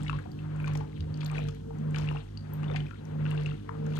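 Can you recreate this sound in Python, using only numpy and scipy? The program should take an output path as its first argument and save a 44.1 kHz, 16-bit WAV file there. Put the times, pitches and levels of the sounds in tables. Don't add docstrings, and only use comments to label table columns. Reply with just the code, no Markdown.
import sys
import numpy as np
from scipy import signal
from scipy.fft import rfft, irfft, next_fast_len
from scipy.io import wavfile

SR = 44100
rng = np.random.default_rng(int(sys.argv[2]) if len(sys.argv) > 2 else 0)


def natural_amplitude(level_db):
    exponent = np.asarray(level_db, float) / 20
    return 10 ** exponent


def to_wav(sig):
    pcm = np.clip(np.atleast_2d(sig), -1, 1) * 32767
    pcm = np.round(pcm).astype(np.int16)
    wavfile.write(sys.argv[1], SR, pcm.T)


N = 175959


def at_time(rows):
    s, *columns = np.transpose(rows)
    return [np.interp(np.arange(N) / SR, s, column) for column in columns]


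def at_hz(points, hz):
    point_hz, value = np.array(points)[:, 0], np.array(points)[:, 1]
    return np.interp(np.log(hz + 1), np.log(point_hz), value)


def rms_one(x):
    return x / np.sqrt(np.mean(x ** 2) + 1e-20)


def drift(rate):
    pole = np.exp(-80 * np.pi * rate / SR)
    white = rng.standard_normal(N // 40 + 2002)
    slow = signal.lfilter([1], [1, -2 * pole, pole * pole], white)[2000:]
    return np.interp(np.arange(N) / 40, np.arange(len(slow)), rms_one(slow))


# pitch_hz [Hz], unshared_part [0-1]
UNSHARED_NOISE = [(60, 0.4), (300, 0.17), (1000, 0.58), (3000, 0.87), (8000, 1), (15000, 1)]


def noise(spectrum, patchy_db, rate):
    hz = np.fft.rfftfreq(N, 1 / SR)
    shared, own = rfft(rng.standard_normal((2, N)))
    apart = np.clip(at_hz(UNSHARED_NOISE, hz), 0, 1)
    right = np.sqrt(1 - apart ** 2) * shared + apart * own
    pair = np.array([shared, right]) * natural_amplitude(at_hz(spectrum, hz))
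    out, together = 0, drift(rate)
    for centre in 62.5 * 2 ** np.arange(9):
        octaves_away = np.log2(np.clip(hz, 62.5, 16000) / centre)
        band = np.cos(np.pi / 2 * np.clip(octaves_away, -1, 1)) ** 2
        if at_hz(spectrum, centre) > -60:
            flicker_db = patchy_db * (0.94 * together + drift(2 * rate))
            out = out + irfft(pair * band, N) * natural_amplitude(flicker_db)
    return out / np.sqrt(np.mean(out[0] ** 2))


def add(out, s, grain):
    i = int(max(s, 0) * SR)
    out[i:i + len(grain)] += grain[:len(out) - i]


PLACE_DB, PLACE_S = 2.5, .00006


def place(out, s, grain, where):
    add(out[0], s, grain)
    add(out[1], s + PLACE_S * where[0], grain * natural_amplitude(PLACE_DB * where[1]))


# pitch_hz [Hz], level_db [dB per Hz]
HISS_SPECTRUM = [(500, 1.5), (700, -11), (1400, -2.5), (2300, -15), (3300, -7), (4500, -11.5), (7000, -15),
                 (11000, -20), (14000, -19), (15700, -23), (15900, -60)]
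HISS_DB = -65
HISS_RIGHT_DB = 8


def room_hiss():
    hiss = natural_amplitude(HISS_DB) * noise([(300, -78)] + HISS_SPECTRUM, patchy_db=.2, rate=4.1)
    return hiss * natural_amplitude(np.array([[0], [HISS_RIGHT_DB]]))


ROOM_T60_S, ROOM_CUT_HZ = 0.33, 11000


def room(x):
    size = next_fast_len(N + SR)
    w = 2 * np.pi * np.fft.rfftfreq(size, 1 / SR)
    dull = 1 / (1 + 1j * w / (2 * np.pi * ROOM_CUT_HZ))
    delays_s = rng.uniform(.011, .037, 12)
    loops = [natural_amplitude(-60 * d / ROOM_T60_S) * dull * np.exp(-1j * w * d) for d in delays_s]
    sides = [sum((-1) ** k * g / (1 - g) for k, g in enumerate(loops[c::2])) for c in range(2)]
    return irfft(rfft(x, size) * np.array(sides), size)[:, :N]


# start_s [s], level_db [dB]
LOAD = [(0.0, -34), (0.04, -35.5), (0.17, -32), (0.23, -56), (0.43, -38), (0.77, -30.5), (0.83, -36.5),
        (0.88, -48), (1.19, -35), (1.49, -35), (1.58, -54), (1.88, -31), (2.12, -33), (2.19, -38.5),
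        (2.23, -59.5), (2.57, -35), (2.8, -32), (2.87, -39), (2.91, -57), (3.23, -30.5), (3.5, -33),
        (3.54, -39), (3.6, -60.5), (3.82, -33.5), (3.93, -31), (3.99, -34)]
FULL_LOAD_DB = -32.5


def load_swing():
    return at_time(LOAD)[0] - FULL_LOAD_DB


# pitch_hz [Hz], level_db [dB per Hz]
RUMBLE_SPECTRUM = [(30, -17), (45, -7.5), (75, 2.5), (120, 1.5), (180, 0.5), (225, -1), (280, -5),
                   (400, -5.5), (600, -19.5), (900, -15.5), (1500, -50)]
RUMBLE_DB, RUMBLE_LOAD_SHARE = -44, 0.34


def rumble(load_db):
    level = natural_amplitude(RUMBLE_DB + RUMBLE_LOAD_SHARE * load_db)
    return level * noise(RUMBLE_SPECTRUM, patchy_db=2.5, rate=3.3)


# pitch_hz [Hz], level_db [dB]
WHINE = [(14410, -83.5)]


def whine():
    t, out = np.arange(N) / SR, np.zeros(N)
    for hz, db in WHINE:
        wander_rad = 2.5 * drift(8.0)
        out += np.sqrt(2) * natural_amplitude(db) * np.sin(2 * np.pi * hz * t + wander_rad)
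    return out


# start_s [s], level_db [dB], pitch_hz [Hz], t60_s [s]
KNOCKS = [(0.988, -30.5, 82.5, 0.21)]
KNOCK_RISE_S = 0.011


def knock():
    t, out = np.arange(N) / SR, np.zeros(N)
    for s, db, hz, t60 in KNOCKS:
        envelope = natural_amplitude(db - 60 * t / t60) * (t / KNOCK_RISE_S)
        add(out, s, envelope * np.sin(2 * np.pi * hz * t))
    return out


# start_s [s], level_db [dB]
THROB = [(0.0, -50), (0.15, -39.5), (0.23, -57), (0.82, -45), (0.97, -59), (1.04, -42), (1.13, -66),
         (1.38, -44.5), (1.79, -52.5), (1.84, -76), (2.08, -45), (2.43, -51), (2.58, -76), (2.64, -53),
         (2.81, -45), (3.19, -68), (3.41, -44.5), (3.88, -60), (3.93, -57), (3.99, -50)]
THROB_HZ, THROB_WANDER_RAD = 52.7, 1.83


def throb():
    t = np.arange(N) / SR
    phase = 2 * np.pi * THROB_HZ * t + THROB_WANDER_RAD * drift(2.46)
    return np.sqrt(2) * natural_amplitude(at_time(THROB)[0]) * np.sin(phase)


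MAINS_HZ = 50.11
FLUTTER_DB = 2.5

# start_s [s], level_db [dB]
SIXTH = [(0.0, -50), (1.2, -52), (1.28, -64.5), (2.19, -53.5), (2.37, -64), (2.48, -65), (3.96, -51),
         (3.99, -51)]


def sixth_multiple():
    t = np.arange(N) / SR
    level = natural_amplitude(at_time(SIXTH)[0] + FLUTTER_DB * drift(16.0))
    return np.sqrt(2) * level * np.sin(2 * np.pi * 6 * MAINS_HZ * t + 0.34 * drift(4.0))


SURGES_S = [-0.44, 0.23, 0.88, 1.58, 2.23, 2.91, 3.6]
SAG_TOP_HZ, SAG_AFTER_S, SAG_HZ_PER_S = 2.5, .27, 13


def surge_sag():
    t = np.arange(N) / SR
    since = t - np.array(SURGES_S)[np.searchsorted(SURGES_S, t) - 1]
    offset_hz = SAG_TOP_HZ - SAG_HZ_PER_S * np.maximum(since - SAG_AFTER_S, 0)
    return 2 * np.pi * np.cumsum(offset_hz) / SR


# mains_multiple, level_db at full load [dB], load_share of the swing [0-1],
# waver_db [dB], phase_waver [rad]
PUMP_TONES = [(2, -45.5, 0.06, 1, 0.7), (3, -32, 0.88, 0.68, 0.14), (4, -55.5, 0.13, 2, 0.79),
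              (5, -52.5, 0.15, 1.5, 0.3), (7, -59.5, 0.07, 2.5, 1), (8, -67.5, 0.22, 1, 0.5),
              (9, -57, 0.36, 8, 0.82), (11, -58, 0.6, 0, 0.84)]


def pump_hum(load_db):
    t, out = np.arange(N) / SR, np.zeros(N)
    sag = surge_sag()
    for multiple, db, share, waver_db, waver_rad in PUMP_TONES:
        phase = 2 * np.pi * (multiple * MAINS_HZ * t + rng.random()) + waver_rad * drift(3.55)
        if multiple == 3:
            phase = phase + sag
        level_db = db + share * load_db + waver_db * drift(3.2)
        level_db = level_db + (1 - share) * FLUTTER_DB * drift(9.8)
        out += np.sqrt(2) * natural_amplitude(level_db) * np.sin(phase)
    return out


# start_s [s], low_level_db [dB], upper_level_db [dB]
GURGLE = [(0.0, -37, -77), (0.131, -54, -51), (0.28, -57, -60), (0.47, -53, -75), (0.84, -87, -73),
          (0.98, -71, -66), (1.1, -48.5, -54), (1.37, -62, -68), (1.38, -52, -42), (1.64, -68, -83),
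          (1.84, -41, -47), (2.08, -56, -59), (2.11, -54, -45), (2.23, -60, -71), (2.47, -49, -59),
          (2.56, -69, -59), (2.64, -43.5, -63), (2.69, -59, -39), (2.91, -57.5, -74), (3.1, -60.5, -53),
          (3.16, -44, -51.5), (3.48, -59, -49), (3.53, -49, -75), (3.76, -66.5, -66), (3.8, -41.5, -48.5),
          (3.99, -49, -48.5)]
# low_edge_hz [Hz], high_edge_hz [Hz]
GURGLE_BANDS = [(205, 237.5), (380, 557)]
GURGLE_DB = 1.5


def gurgle():
    out = 0
    for db, band, white in zip(at_time(GURGLE), GURGLE_BANDS, rng.standard_normal((2, N))):
        resonance = signal.butter(2, band, "band", fs=SR, output="sos")
        out = out + natural_amplitude(db + GURGLE_DB) * rms_one(signal.sosfilt(resonance, white))
    return out


# start_s [s], rush_level_db [dB], splash_level_db [dB]
FLOW = [(0.0, -58, -56.5), (0.05, -59, -57), (0.15, -64, -60.5), (0.23, -73, -64.5), (0.47, -58.5, -78),
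        (0.7, -53, -58.5), (0.85, -63, -70), (0.97, -72, -65.5), (1.12, -63, -71), (1.22, -59.5, -57.5),
        (1.33, -53.5, -60.5), (1.38, -53, -54.5), (1.51, -99, -63), (1.76, -58.5, -80.5),
        (1.88, -58.5, -79), (1.99, -54, -52), (2.07, -55.5, -57), (2.19, -79, -62.5), (2.32, -74.5, -71),
        (2.48, -60, -71.5), (2.63, -54, -71.5), (2.74, -56.5, -56), (2.89, -73, -64), (3.14, -57.5, -76.5),
        (3.3, -56, -56.5), (3.4, -53, -56.5), (3.51, -76.5, -59), (3.73, -59.5, -78.5), (3.87, -56, -66),
        (3.99, -63, -48.5)]


def flow_levels():
    return at_time(FLOW)


# pitch_hz [Hz], level_db [dB per Hz]
RUSH_SPECTRUM = [(400, -6), (470, -1), (560, -1), (850, -4), (1050, -5.5), (1500, -7), (2100, -12.5),
                 (2800, -18.5), (4000, -25)]
RUSH_DB = 8.5


def rush(rush_db):
    spectrum = [(250, -79.0)] + RUSH_SPECTRUM + [(8000, -69)]
    return natural_amplitude(rush_db + RUSH_DB) * noise(spectrum, patchy_db=1.5, rate=14.0)


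# pitch_hz [Hz], level_db [dB per Hz]
SPLASH_SPECTRUM = [(1500, -3.5), (1800, -8), (2500, -9.5), (3200, -5.5), (4200, -10.5), (5200, -32.5),
                   (7000, -27.5), (9000, -26)]
SPLASH_DB = 2


def splash(splash_db):
    spectrum = [(900, -80)] + SPLASH_SPECTRUM + [(14000, -64)]
    return natural_amplitude(splash_db + SPLASH_DB) * noise(spectrum, patchy_db=4.0, rate=10.0)


SIZE_TOP = 2.2
CRACKLE_PER_S, CRACKLE_T60_S = 320, 0.0046
CRACKLE_DB, CRACKLE_SPREAD_DB = 2.5, 4.5
# pitch_hz [Hz], level_db [dB per Hz]
CRACKLE_SPECTRUM = [(300, -38), (600, 8.5), (1200, -3), (2600, -3.5), (4000, -7), (6000, -12),
                    (10000, -24.5), (15000, -38)]


def crackle(splash_db):
    rate = CRACKLE_PER_S * natural_amplitude((splash_db - splash_db.max()) / 2 + 5.3 * drift(7.4))
    struck = rng.random(N) < rate / SR
    size = np.minimum(rng.exponential(1, N), SIZE_TOP)
    hits = struck * natural_amplitude(splash_db + CRACKLE_DB + CRACKLE_SPREAD_DB * size)
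    group = rng.integers(0, 4, N)
    decay = natural_amplitude(-60 / (CRACKLE_T60_S * SR))
    hz = np.fft.rfftfreq(N, 1 / SR)
    out = 0
    for k, tilt_db in enumerate([3.5, 2.5, -3.5, 3.5]):
        envelope = signal.lfilter([1], [1, -decay], hits * (group == k))
        bursts = envelope * rng.standard_normal(N)
        colour = natural_amplitude(at_hz(CRACKLE_SPECTRUM, hz) + tilt_db * np.log2((hz + 1) / 2500))
        colour = colour / np.sqrt(np.mean(colour ** 2))
        right = natural_amplitude(PLACE_DB * rng.normal()) * np.exp(-2j * np.pi * hz * PLACE_S * rng.normal())
        out = out + irfft(rfft(bursts) * colour * [np.ones_like(right), right], N)
    return out


BUBBLE_RISE, BUBBLE_CLICK = 0.1, 0.1
BUBBLE_SWELL_CYCLES = 1


def bubble(db, hz, t60, rise):
    t = np.arange(int(abs(t60) * SR) + 8) / SR
    swell = 1 - np.exp(-(t * hz / BUBBLE_SWELL_CYCLES) ** 2)
    ringing = np.sin(2 * np.pi * hz * t * (1 + rise * t / t60)) * natural_amplitude(-60 * t / t60) * swell
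    click = BUBBLE_CLICK * np.exp(-t * hz * 3) * np.sin(2 * np.pi * hz * t)
    return natural_amplitude(db) * (ringing / np.abs(ringing).max() + click)


def splat(white, low_hz, high_hz, t60):
    edges = np.clip([low_hz, high_hz], 200, 20000)
    band = signal.butter(2, edges, "band", fs=SR, output="sos")
    fading = white * natural_amplitude(-60 * np.arange(len(white)) / SR / t60)
    burst = signal.sosfilt(band, fading)
    return burst / np.abs(burst).max()


SWARM_PER_S, SWARM_CYCLES, SWARM_HZ = 600, 14.8, (588, 5500)
SWARM_DB, SWARM_SPREAD_DB, SWARM_TILT_DB_PER_OCT = 13.5, 3.5, -6.5


def swarm(out, splash_db):
    draws, spots = rng.random((6000, 5)), rng.standard_normal((6000, 2))
    vigour = natural_amplitude(splash_db - splash_db.max())
    for (s, keep, pitch, size, rise), where in zip(draws, spots):
        i = int(s * N)
        if keep < SWARM_PER_S * vigour[i] ** .5 * N / SR / len(draws):
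            hz = SWARM_HZ[0] * (SWARM_HZ[1] / SWARM_HZ[0]) ** pitch
            db = splash_db[i] + SWARM_DB + SWARM_SPREAD_DB * min(-np.log(size), SIZE_TOP)
            db = db + SWARM_TILT_DB_PER_OCT * abs(np.log2(hz / 2200))
            t60 = SWARM_CYCLES * (.5 + rise) / hz
            place(out, i / SR, bubble(db, hz, t60, 2 * BUBBLE_RISE * rise), where)


# start_s [s], level_db [dB], pitch_hz [Hz]
SPITS = [(0.032, -41.5, 7740), (0.0638, -62, 8300), (0.0988, -46.5, 6540), (0.1885, -52, 8010),
         (0.3167, -56, 6150), (0.647, -52, 8100), (0.66, -48, 5740), (0.6783, -40, 5600),
         (0.735, -47, 6270), (0.7538, -41.5, 5660), (0.773, -40, 5300), (1.003, -63, 6530),
         (1.174, -49.5, 5750), (1.2462, -43, 7000), (1.265, -40, 13300), (1.3145, -44, 7760),
         (1.388, -47, 5790), (1.487, -42.5, 5740), (1.508, -52, 5500), (1.547, -55, 6270),
         (1.7863, -53.5, 5560), (1.9073, -53, 6900), (1.9415, -57, 5590), (1.9606, -50, 6860),
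         (1.9844, -36, 5960), (2.0592, -53, 5900), (2.1115, -54, 7200), (2.535, -37, 13100),
         (2.7693, -50, 5670), (3.053, -49, 5600), (3.3059, -59, 5500), (3.307, -47.5, 8000),
         (3.3483, -53.5, 8140), (3.434, -51, 6100), (3.463, -46, 6170), (3.8644, -48.5, 6240),
         (3.9556, -48, 6850), (3.9687, -47, 7700), (0.3167, -56, 13600), (0.5995, -56, 8500),
         (0.562, -55, 7450), (0.6255, -58, 11800), (0.7342, -55, 14300), (1.2194, -65, 14400),
         (1.3663, -62, 10500), (1.4142, -59, 13300), (1.5473, -57.5, 11600), (1.9839, -54, 12900),
         (2.1106, -59, 11100), (2.6297, -55, 7500), (2.7465, -67, 9350), (3.3059, -51, 10800),
         (3.3483, -64, 14400), (3.4346, -61, 10600), (3.97, -45, 14800)]
SPIT_DB, SPIT_T60_S, SPIT_HALF_WIDTH_HZ = 3.5, 0.018, 1160
CRACK_DB, CRACK_T60_S, CRACK_HZ = -7.5, .005, (3500, 13500)


def spits(out):
    for (s, db, hz), white in zip(SPITS, rng.standard_normal((len(SPITS), 1300))):
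        where = white[-2:]
        tick = splat(white, hz - SPIT_HALF_WIDTH_HZ, hz + SPIT_HALF_WIDTH_HZ, SPIT_T60_S)
        snap = splat(white[::-1], *CRACK_HZ, CRACK_T60_S)
        place(out, s, natural_amplitude(db + SPIT_DB) * tick, where)
        place(out, s, natural_amplitude(db + SPIT_DB + CRACK_DB) * snap, where)


# start_s [s], level_db [dB], pitch_hz [Hz], t60_s [s],
# ring_share that rings as a bubble rather than splats [0-1]
DROPS = [(0.096, -22, 1260, 0.016, 0.34), (0.13, -31.5, 1050, 0.063, 0.74), (0.187, -35, 1605, 0.065, 0.22),
         (0.257, -35.5, 710, 0.04, 0.55), (0.643, -36, 1465, 0.035, 0.8), (0.677, -32.5, 1070, 0.02, 0.6),
         (0.753, -33, 820, 0.047, 0.35), (0.808, -32.5, 830, 0.048, 0.7), (1.217, -44, 1500, 0.02, 0.4),
         (1.313, -37.5, 1140, 0.038, 0.56), (1.3885, -32.5, 620, 0.041, 0.4),
         (1.485, -42.5, 1190, 0.045, 0.2), (1.704, -37.5, 740, 0.046, 0.24), (1.947, -41, 1610, 0.049, 1),
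         (1.967, -37, 1410, 0.025, 0.4), (2.111, -30, 964, 0.029, 0.42), (2.147, -31.5, 780, 0.03, 0.58),
         (2.159, -32.5, 810, 0.018, 0.3), (2.632, -31.5, 1120, 0.023, 0.43), (2.699, -34, 910, 0.014, 0.3),
         (2.745, -31.5, 734, 0.063, 0.41), (2.91, -33.5, 1334, 0.028, 0.54), (3.254, -36, 1410, 0.09, 0.24),
         (3.518, -44, 1330, 0.027, 0.96), (3.692, -26.5, 940, 0.016, 0.44), (3.867, -39, 1360, 0.028, 0.5),
         (3.973, -34, 1070, 0.019, 0.1), (0.6005, -43, 1650, 0.015, 0.7), (2.372, -47.5, 2800, 0.023, 0.64),
         (1.206, -38.5, 3500, 0.053, 0.2), (1.232, -40.5, 3270, 0.025, 0.2),
         (2.7135, -40, 3500, 0.02, 0.66), (2.632, -40.5, 2600, 0.019, 0.43),
         (0.0638, -34, 2140, 0.033, 0.5), (0.0957, -26, 2600, 0.021, 0.6),
         (0.129, -35.5, 3000, 0.0074, 0.36), (0.317, -47.5, 4600, 0.012, 0.9),
         (0.389, -43.5, 2610, 0.041, 0.5), (0.6005, -39, 2400, 0.015, 1), (0.6426, -34.5, 2300, 0.018, 1),
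         (0.6731, -34, 2330, 0.04, 0.3), (0.751, -34.5, 2350, 0.03, 0.28), (0.8058, -42, 2300, 0.041, 0.1),
         (1.0058, -36, 3700, 0.023, 0.44), (1.1419, -40.5, 4450, 0.012, 0.7),
         (1.2152, -34.5, 2380, 0.017, 0.67), (1.2149, -40.5, 2940, 0.037, 0),
         (1.2595, -33, 3550, 0.025, 0.34), (1.2986, -34.5, 2300, 0.016, 0.5),
         (1.3487, -37.5, 2400, 0.025, 0.2), (1.3813, -28, 2430, 0.023, 0.85),
         (1.485, -38, 3070, 0.026, 0.13), (1.945, -24, 2220, 0.015, 0.52), (1.9844, -36, 2270, 0.016, 0.2),
         (2.075, -35, 2570, 0.022, 0.67), (2.0877, -26.5, 2670, 0.016, 0.63),
         (2.1558, -43, 2420, 0.017, 0.6), (2.1695, -38, 2700, 0.022, 1), (2.374, -35, 4500, 0.018, 0.75),
         (2.6413, -37, 2830, 0.021, 0.47), (2.6808, -45, 3460, 0.033, 0.83),
         (2.6995, -42, 2380, 0.012, 0.4), (2.743, -38, 2510, 0.019, 0.7),
         (2.7598, -24.5, 2070, 0.037, 0.29), (2.9098, -44, 2400, 0.009, 0.95),
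         (3.2537, -34, 2610, 0.0061, 0.86), (3.3127, -33, 2730, 0.034, 0.4),
         (3.376, -35.5, 2670, 0.034, 0.57), (3.46, -25, 2630, 0.013, 0.7),
         (3.5108, -38.5, 2670, 0.035, 0.56), (3.6908, -34.5, 1600, 0.016, 0.26),
         (0.0703, -38, 2160, 0.017, 0.7), (0.0805, -30.5, 2870, 0.028, 0.36),
         (1.2299, -39.5, 1180, 0.041, 0), (1.3558, -32, 1790, 0.019, 0.5), (1.3664, -41, 2560, 0.011, 0.6),
         (1.9597, -28.5, 2980, 0.018, 0.25), (2.713, -38, 1100, 0.03, 0), (2.804, -34.5, 2900, 0.02, 0.54),
         (2.8654, -40, 2440, 0.017, 0.55), (2.933, -46, 1360, 0.041, 0.94),
         (3.2639, -35, 2670, 0.0099, 0.8), (3.3504, -40, 1470, 0.022, 0.6), (3.72, -47, 1170, 0.012, 0.5)]
DROP_DB, SPLAT_HALF_WIDTH_OCT = 4.5, 0.39


def clear_drops(out):
    width = 2 ** SPLAT_HALF_WIDTH_OCT
    for (s, db, hz, t60, rings), white in zip(DROPS, rng.standard_normal((len(DROPS), 2000))):
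        rings, where = np.clip(rings, 0, 1), white[-2:]
        ring = bubble(db + DROP_DB, hz, t60, BUBBLE_RISE)
        burst = natural_amplitude(db + DROP_DB) * splat(white, hz / width, hz * width, t60)
        place(out, s, rings * ring, where)
        place(out, s, (1 - rings) * burst, where)


def scene():
    load_db = load_swing()
    rush_db, splash_db = flow_levels()
    hum = whine() + knock() + throb() + sixth_multiple() + pump_hum(load_db)
    drops = crackle(splash_db)
    swarm(drops, splash_db)
    spits(drops)
    clear_drops(drops)
    echoes = natural_amplitude(-15.5) * room(drops[0])
    water = gurgle() + rush(rush_db) + splash(splash_db) + drops
    return room_hiss() + echoes + rumble(load_db) + hum + water


def band_limit(x):
    return signal.sosfilt(signal.butter(12, 16650, fs=SR, output="sos"), x)


# pitch_hz [Hz], level_db [dB]
SHADOW = [(30, 1), (60, 0.5), (110, -2.45), (200, 0), (380, 1), (700, 9), (1290, 14.5), (2380, 10.5),
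          (4400, 12), (8120, 11), (15000, 8.5)]
# pitch_hz [Hz], lead_s [s]
LEFT_LEAD = [(50, .0003), (100, 0.00047), (150, 0.00064), (250, 0.00091), (500, 0.00074), (1200, 0.00074),
             (3000, 0.000689), (15000, 0.000562)]


def record(dry):
    size = next_fast_len(N + 256)
    hz = np.fft.rfftfreq(size, 1 / SR)
    far = natural_amplitude(-at_hz(SHADOW, hz)) * np.exp(-2j * np.pi * hz * at_hz(LEFT_LEAD, hz))
    both = irfft(rfft(dry, size) * np.array([np.ones_like(far), far]), size)[:, :N]
    low_pass = signal.cheby2(14, 60, 16150, fs=SR, output="sos")
    mix = signal.sosfilt(low_pass, both)
    return band_limit(mix)


dry = scene()
out = record(dry)
to_wav(out)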